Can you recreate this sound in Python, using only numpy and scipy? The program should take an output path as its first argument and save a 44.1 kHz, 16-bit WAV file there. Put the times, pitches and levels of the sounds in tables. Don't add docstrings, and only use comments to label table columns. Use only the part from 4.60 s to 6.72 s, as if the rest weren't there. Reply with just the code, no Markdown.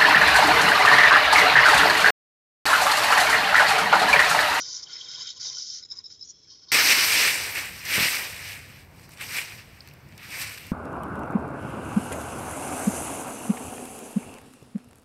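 import sys
import numpy as np
from scipy import signal
from scipy.fft import rfft, irfft
from scipy.io import wavfile
from scipy.ndimage import uniform_filter1d

SR = 44100
rng = np.random.default_rng(int(sys.argv[2]) if len(sys.argv) > 2 else 0)


def int16_out(signal):
    q = np.round(np.clip(np.atleast_2d(signal).T, -1, 1) * 32767)
    wavfile.write(sys.argv[1], SR, q.astype(np.int16))


def voltage_ratio(level):
    return 10 ** (np.asarray(level, float) / 20)


N = 93403

# [f/Hz, width/Hz, level/dB]
LEG_CASE = [(3190, 120, -11.5), (3837, 390, -11.5), (3940, 100, -11.5), (4340, 170, -9), (4904, 215, -2),
            (5280, 1400, -2.5), (5288, 260, -2), (5864, 220, 2), (6176, 300, -5.5), (6410, 100, -4),
            (6870, 190, -6.5)]
ARM_CASE = [(3234, 180, -4.5), (3540, 250, -10.5), (3836, 470, -6), (4560, 620, -6.5), (5235, 460, -0.5),
            (5740, 780, -8), (6320, 230, -2.5), (6820, 690, -11.5)]
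HIP_CASE = [(3887, 190, -8.5), (4300, 300, -30), (5170, 320, -0.5), (5700, 400, -25), (6860, 500, -15)]
BROW_CASE = [(4600, 590, -17.5), (5480, 370, -6), (5840, 330, -1.5), (6730, 170, -3)]
FOOT_CASE = [(3230, 250, -11), (3775, 94, -9.5), (4450, 180, -3), (5100, 330, 2), (5600, 220, 0.5),
             (5800, 390, -5.5), (6230, 250, -16.5)]
IDLE_CASE = [(3357, 240, -7.5), (4170, 900, -13.5), (5280, 390, 0.5), (5440, 690, -4.5), (6070, 390, -7.5),
             (7040, 600, -17)]
# [f/Hz, width/Hz, level/dB]
BODY_MODES = [(1463, 190, -2), (1674, 300, -7.5), (2040, 560, -5), (2290, 160, -9.5)]
# [t/s, level/dB, body share/dB]
LEG_MOVES = [
    [(0, -27.5, -28), (.025, -35.5, -30.5), (.05, -36, -27), (.12, -35.5, -27.5), (.176, -35, -26),
     (.2, -41, -16.5), (.22, -48, -19)],
    [(.795, -44, -18.5), (.812, -34.5, -22), (.842, -32, -25), (.862, -32, -23.5), (.885, -34, -28.5),
     (.91, -37.5, -22), (.95, -35.5, -26), (1.0, -35.5, -34)],
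    [(1.0, -34.5, -26), (1.04, -36.5, -33.5), (1.065, -36, -37), (1.09, -37, -32.5), (1.155, -37, -26),
     (1.19, -40, -23.5), (1.215, -48.5, -20)],
]
ARM_MOVES = [
    [(.25, -52.5, -18), (.286, -46.5, -13), (.33, -40.5, -15), (.37, -43.5, -9), (.4, -41, -16.5),
     (.44, -42, -21), (.472, -44.5, -14), (.52, -37.5, -24.5)],
    [(.52, -40, -14.5), (.575, -39.5, -16.5), (.62, -37, -17.5), (.655, -39, -16), (.68, -36, -18),
     (.708, -35.5, -24.5), (.745, -51.5, -13), (.775, -42, -24), (.79, -49.5, -26.5)],
]
# [t/s, length/s, level/dB, body share/dB]
LEG_PUSHES = [
    (0.224, 0.017, -39.5, -23),
    (1.354, 0.043, -50, -18),
    (1.497, 0.054, -50, -27),
]
HIP_PUSHES = [(1.226, 0.008, -44.5, -20.5), (1.251, 0.008, -42.5, -24), (1.288, 0.016, -52, -27),
              (1.311, .02, -40, -26.5), (1.337, .005, -45.5, -16), (1.363, 0.018, -44, -38),
              (1.389, 0.004, -47, -20), (1.4, 0.012, -49, -19.5), (1.438, 0.046, -50.5, -37),
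              (1.503, .014, -46.5, -21.5), (1.546, 0.023, -51, -36), (1.596, 0.013, -51.5, -47),
              (1.61, 0.031, -52, -56)]
BROW_PUSHES = [
    (1.646, 0.017, -46.5, -49),
    (1.675, 0.0026, -42, -47),
    (1.689, 0.023, -40.5, -36.5),
    (1.716, .003, -60.5, -31),
]
FOOT_PUSHES = [
    (1.848, 0.0031, -61.5, -32),
    (1.874, 0.054, -54.5, -20.5),
    (1.9, 0.011, -45, -35.5),
    (1.915, 0.024, -45, -32.5),
    (1.948, 0.014, -48, -26),
    (1.963, 0.038, -54, -23),
    (2.021, 0.029, -50.5, -21.5),
    (2.074, 0.0033, -52, -18),
    (2.086, 0.039, -47, -24),
    (2.108, .02, -60, -3),
]
# [t/s, length/s, f/Hz, level/dB]
PANELS = [(.01, .02, 1440, -59), (.138, .006, 1440, -62), (.164, .008, 1440, -61), (.27, .005, 3170, -44),
          (.298, .025, 3200, -52), (.457, .006, 3700, -46), (.3, .012, 2080, -60), (.385, .022, 474, -69),
          (.41, .011, 3250, -40), (.47, .012, 3200, -50), (.536, .01, 3250, -47), (.553, .008, 3350, -41),
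          (.66, .025, 3750, -45), (.609, .01, 3180, -46), (.612, .03, 474, -69), (.676, .018, 3200, -43),
          (.772, .008, 1050, -66), (.829, .008, 3290, -46), (.856, .01, 3750, -45), (.882, .008, 3700, -45),
          (.9, .004, 3150, -51), (.925, .005, 3150, -51), (.948, .004, 3150, -52), (.968, .006, 3150, -50),
          (.988, .004, 3150, -52), (.86, .022, 474, -68), (.97, .015, 1440, -56), (1.061, .008, 3250, -55),
          (1.233, .008, 3930, -48), (1.317, .008, 3850, -48), (1.385, .02, 1065, -72),
          (1.442, .01, 3850, -57), (1.46, .008, 3850, -52), (1.606, .014, 3950, -58),
          (1.63, .01, 4100, -54), (1.848, .01, 2270, -71), (1.915, .028, 1070, -72),
          (2.086, .04, 1070, -66), (2.086, .012, 3790, -56), (2.088, .012, 4350, -53),
          (2.104, .012, 4350, -51), (2.105, .012, 3790, -55)]
# [t/s, length/s, f/Hz, level/dB]
CATCHES = [(.01, .012, 5900, -36), (.127, .005, 5960, -37), (.164, .005, 5200, -38),
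           (.231, .012, 5350, -39), (.332, .008, 5150, -39), (.35, .012, 5200, -42),
           (.365, .006, 5250, -36), (.446, .004, 5110, -43), (.487, .012, 5200, -42),
           (.517, .006, 5150, -42), (.546, .012, 5170, -41), (.61, .01, 5150, -38), (.627, .005, 5250, -37),
           (.672, .007, 5100, -39), (.702, .007, 5150, -38), (.773, .004, 5120, -46),
           (.799, .006, 5890, -41), (.811, .005, 5430, -37), (.88, .012, 6050, -39),
           (.947, .005, 5200, -38), (.963, .008, 5750, -39), (.984, .005, 4770, -35),
           (.996, .012, 5850, -38), (1.024, .004, 5000, -37), (1.097, .005, 5350, -38),
           (1.146, .004, 5300, -38), (1.163, .006, 5800, -35), (1.234, .005, 5100, -42),
           (1.3035, .001, 5200, -33), (1.312, .001, 5300, -38), (1.316, .001, 5200, -38),
           (1.321, .004, 5200, -33), (1.388, .002, 5100, -34), (1.442, .009, 5250, -43),
           (1.457, .004, 5250, -38), (1.466, .002, 5200, -38), (1.524, .004, 5200, -42),
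           (1.612, .005, 5250, -43), (1.6265, .001, 5150, -37), (1.632, .003, 5250, -38)]
# [f/Hz, width/Hz, level/dB]
FRAME_MODES = [(134, 60, -3), (331, 60, -7.5), (481, 76, -5.5), (690, 680, -11), (1031, 130, -4)]
# [t/s, level/dB]
HUM_CURVE = [(0, -64.5), (.55, -63.5), (.62, -60.5), (.65, -75.5), (.8, -71), (.86, -60.5), (1.0, -66),
             (1.04, -91.5), (1.3, -87), (1.33, -65), (1.42, -81.5), (1.8, -93.5), (2.12, -65.5)]
# [f/Hz, level per Hz/dB]
ROOM_SPECTRUM = [(18, -50), (30, -13), (87, -2.5), (218, -10.5), (297, -10), (340, -9.5), (472, -12.5),
                 (667, -23), (3000, -25), (3900, -50.5), (6600, -120)]

LEG_TURN_HZ, ARM_TURN_HZ, HIP_TURN_HZ, FOOT_TURN_HZ = 361.7, 254.9, 175, 334
WANDER_DB, TWITCH_WANDER_DB, BODY_WANDER_DB = 1.5, 0.5, 2.2


def servo(modes, turn_hz, moves=(), pushes=()):
    t = np.arange(N) / SR
    rise, fall = 2397.5, 2399.5
    near, deep = 0, 0
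    for rows in moves:
        s, db, body_db = np.array(rows).T
        gain = voltage_ratio(np.interp(t, s, db)) * push(s[0], s[-1] - s[0], rise, fall)
        near = np.maximum(near, gain)
        deep = np.maximum(deep, gain * voltage_ratio(np.interp(t, s, body_db)))
    for start, length, db, body_db in pushes:
        gain = voltage_ratio(db) * push(start, length, rise, fall)
        near = np.maximum(near, gain)
        deep = np.maximum(deep, gain * voltage_ratio(body_db))
    wander_db = WANDER_DB if moves else TWITCH_WANDER_DB
    from_case = edge(near * case(modes, turn_hz, wander_db))
    from_body = deep * case(BODY_MODES, turn_hz, BODY_WANDER_DB)
    return from_case + from_body


def case(modes, turn_hz, wander_db=WANDER_DB):
    main_gear = teeth() * turning(turn_hz)
    other_gear = teeth() * turning(turn_hz)
    wander = voltage_ratio(wander_db * walk(40))
    shared = 0.55
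    lags = rng.integers(N, size=len(modes))
    total = 0
    for lag, (hz, width_hz, db) in zip(lags, modes):
        drive = np.sqrt(shared) * main_gear + np.sqrt(1 - shared) * np.roll(other_gear, lag)
        total = total + voltage_ratio(db) * np.roll(wander, lag) * ring(drive, hz, width_hz)
    return unit(total)


def teeth():
    teeth_per_s, spread_db, most_db = 3000, 3, 5
    chance = rng.random(N)
    hardness = rng.exponential(size=N)
    sign = np.sign(rng.random(N) - 0.5)
    db = np.minimum(spread_db * hardness, most_db) + 0.8 * walk(110)
    return unit((chance < teeth_per_s / SR) * sign * voltage_ratio(db))


def turning(hz):
    depth, drift = 0.5, 0.012
    turns = np.cumsum(hz * (1 + drift * walk(8.8))) / SR
    return 1 + depth * np.cos(2 * np.pi * turns)


def ring(x, hz, width_hz):
    b, a = signal.iirpeak(hz, hz / max(width_hz, 10), fs=SR)
    once = signal.lfilter(b, a, x)
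    skirt_db = -20
    return signal.lfilter(b, a, once) + voltage_ratio(skirt_db) * once


def edge(x):
    return signal.sosfilt(signal.ellip(5, 1, 30, 2866, "high", fs=SR, output="sos"), x)


def push(start, length, rise, fall):
    t = np.arange(N) / SR
    before = np.maximum(start - t, 0)
    after = np.maximum(t - start - length, 0)
    return voltage_ratio(-rise * before - fall * after)


def walk(rate):
    hold = int(SR / rate)
    levels = rng.standard_normal(N // 40)[:N // hold + 1]
    slewed = uniform_filter1d(np.repeat(levels, hold), hold)
    return unit(uniform_filter1d(slewed, hold)[:N])


def unit(x):
    return x / np.sqrt(np.mean(x ** 2))


def panels():
    bent_time = np.cumsum(1 + 0.024 * walk(900)) / SR
    flutter = voltage_ratio(2.5 * walk(450))
    total = 0
    for start, length, hz, db in PANELS + CATCHES:
        gain = voltage_ratio(db) * push(start, length, 3500, 3500)
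        total = total + gain * np.sqrt(2) * flutter * np.sin(2 * np.pi * hz * bent_time)
    return total


def frame_hum():
    s, db = np.array(HUM_CURVE).T
    strength = voltage_ratio(np.interp(np.arange(N) / SR, s, db))
    return case(FRAME_MODES, ARM_TURN_HZ, BODY_WANDER_DB) * strength


def echo(robot):
    t60_s, level_db = 0.1, -13
    t = np.arange(SR // 2) / SR
    tail = rng.standard_normal(len(t)) * voltage_ratio(-60 * t / t60_s)
    tail = tail / np.sqrt(np.sum(tail ** 2))
    return voltage_ratio(level_db) * signal.fftconvolve(robot, tail)[:N]


def idle():
    return edge(case(IDLE_CASE, FOOT_TURN_HZ))


def room():
    f = np.maximum(np.arange(N // 2 + 1) * SR / N, 1)
    hz, db = np.array(ROOM_SPECTRUM).T
    shape = voltage_ratio(np.interp(np.log(f), np.log(hz), db))
    noise = irfft(rfft(rng.standard_normal(N)) * shape, N)
    return voltage_ratio(-67) * unit(noise)


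def scene():
    robot = servo(LEG_CASE, LEG_TURN_HZ, LEG_MOVES, LEG_PUSHES)
    robot = robot + servo(ARM_CASE, ARM_TURN_HZ, moves=ARM_MOVES)
    robot = robot + servo(HIP_CASE, HIP_TURN_HZ, pushes=HIP_PUSHES)
    robot = robot + servo(BROW_CASE, FOOT_TURN_HZ, pushes=BROW_PUSHES)
    robot = robot + servo(FOOT_CASE, FOOT_TURN_HZ, pushes=FOOT_PUSHES)
    robot = robot + panels()
    robot = robot + frame_hum()
    idling = idle()
    reflected = echo(robot)
    breath_db = 1.5 * walk(5.6)
    return (robot + reflected + idling * voltage_ratio(-59 + breath_db) + room())[None]


def top_cut(x):
    return signal.sosfilt(signal.butter(12, 15700, fs=SR, output="sos"), x)


def record(dry):
    soft = signal.sosfilt(signal.butter(6, 7250, fs=SR, output="sos"), dry)
    soft = signal.sosfilt(signal.butter(4, 48, "high", fs=SR, output="sos"), soft)
    cut = signal.sosfilt(signal.ellip(11, 0.5, 62, 7400, fs=SR, output="sos"), soft)
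    hiss = np.diff(rng.standard_normal(dry.shape), prepend=0) / 1.5
    return top_cut(cut + voltage_ratio(-93.5) * hiss)


dry = scene()
out = record(dry)
int16_out(out)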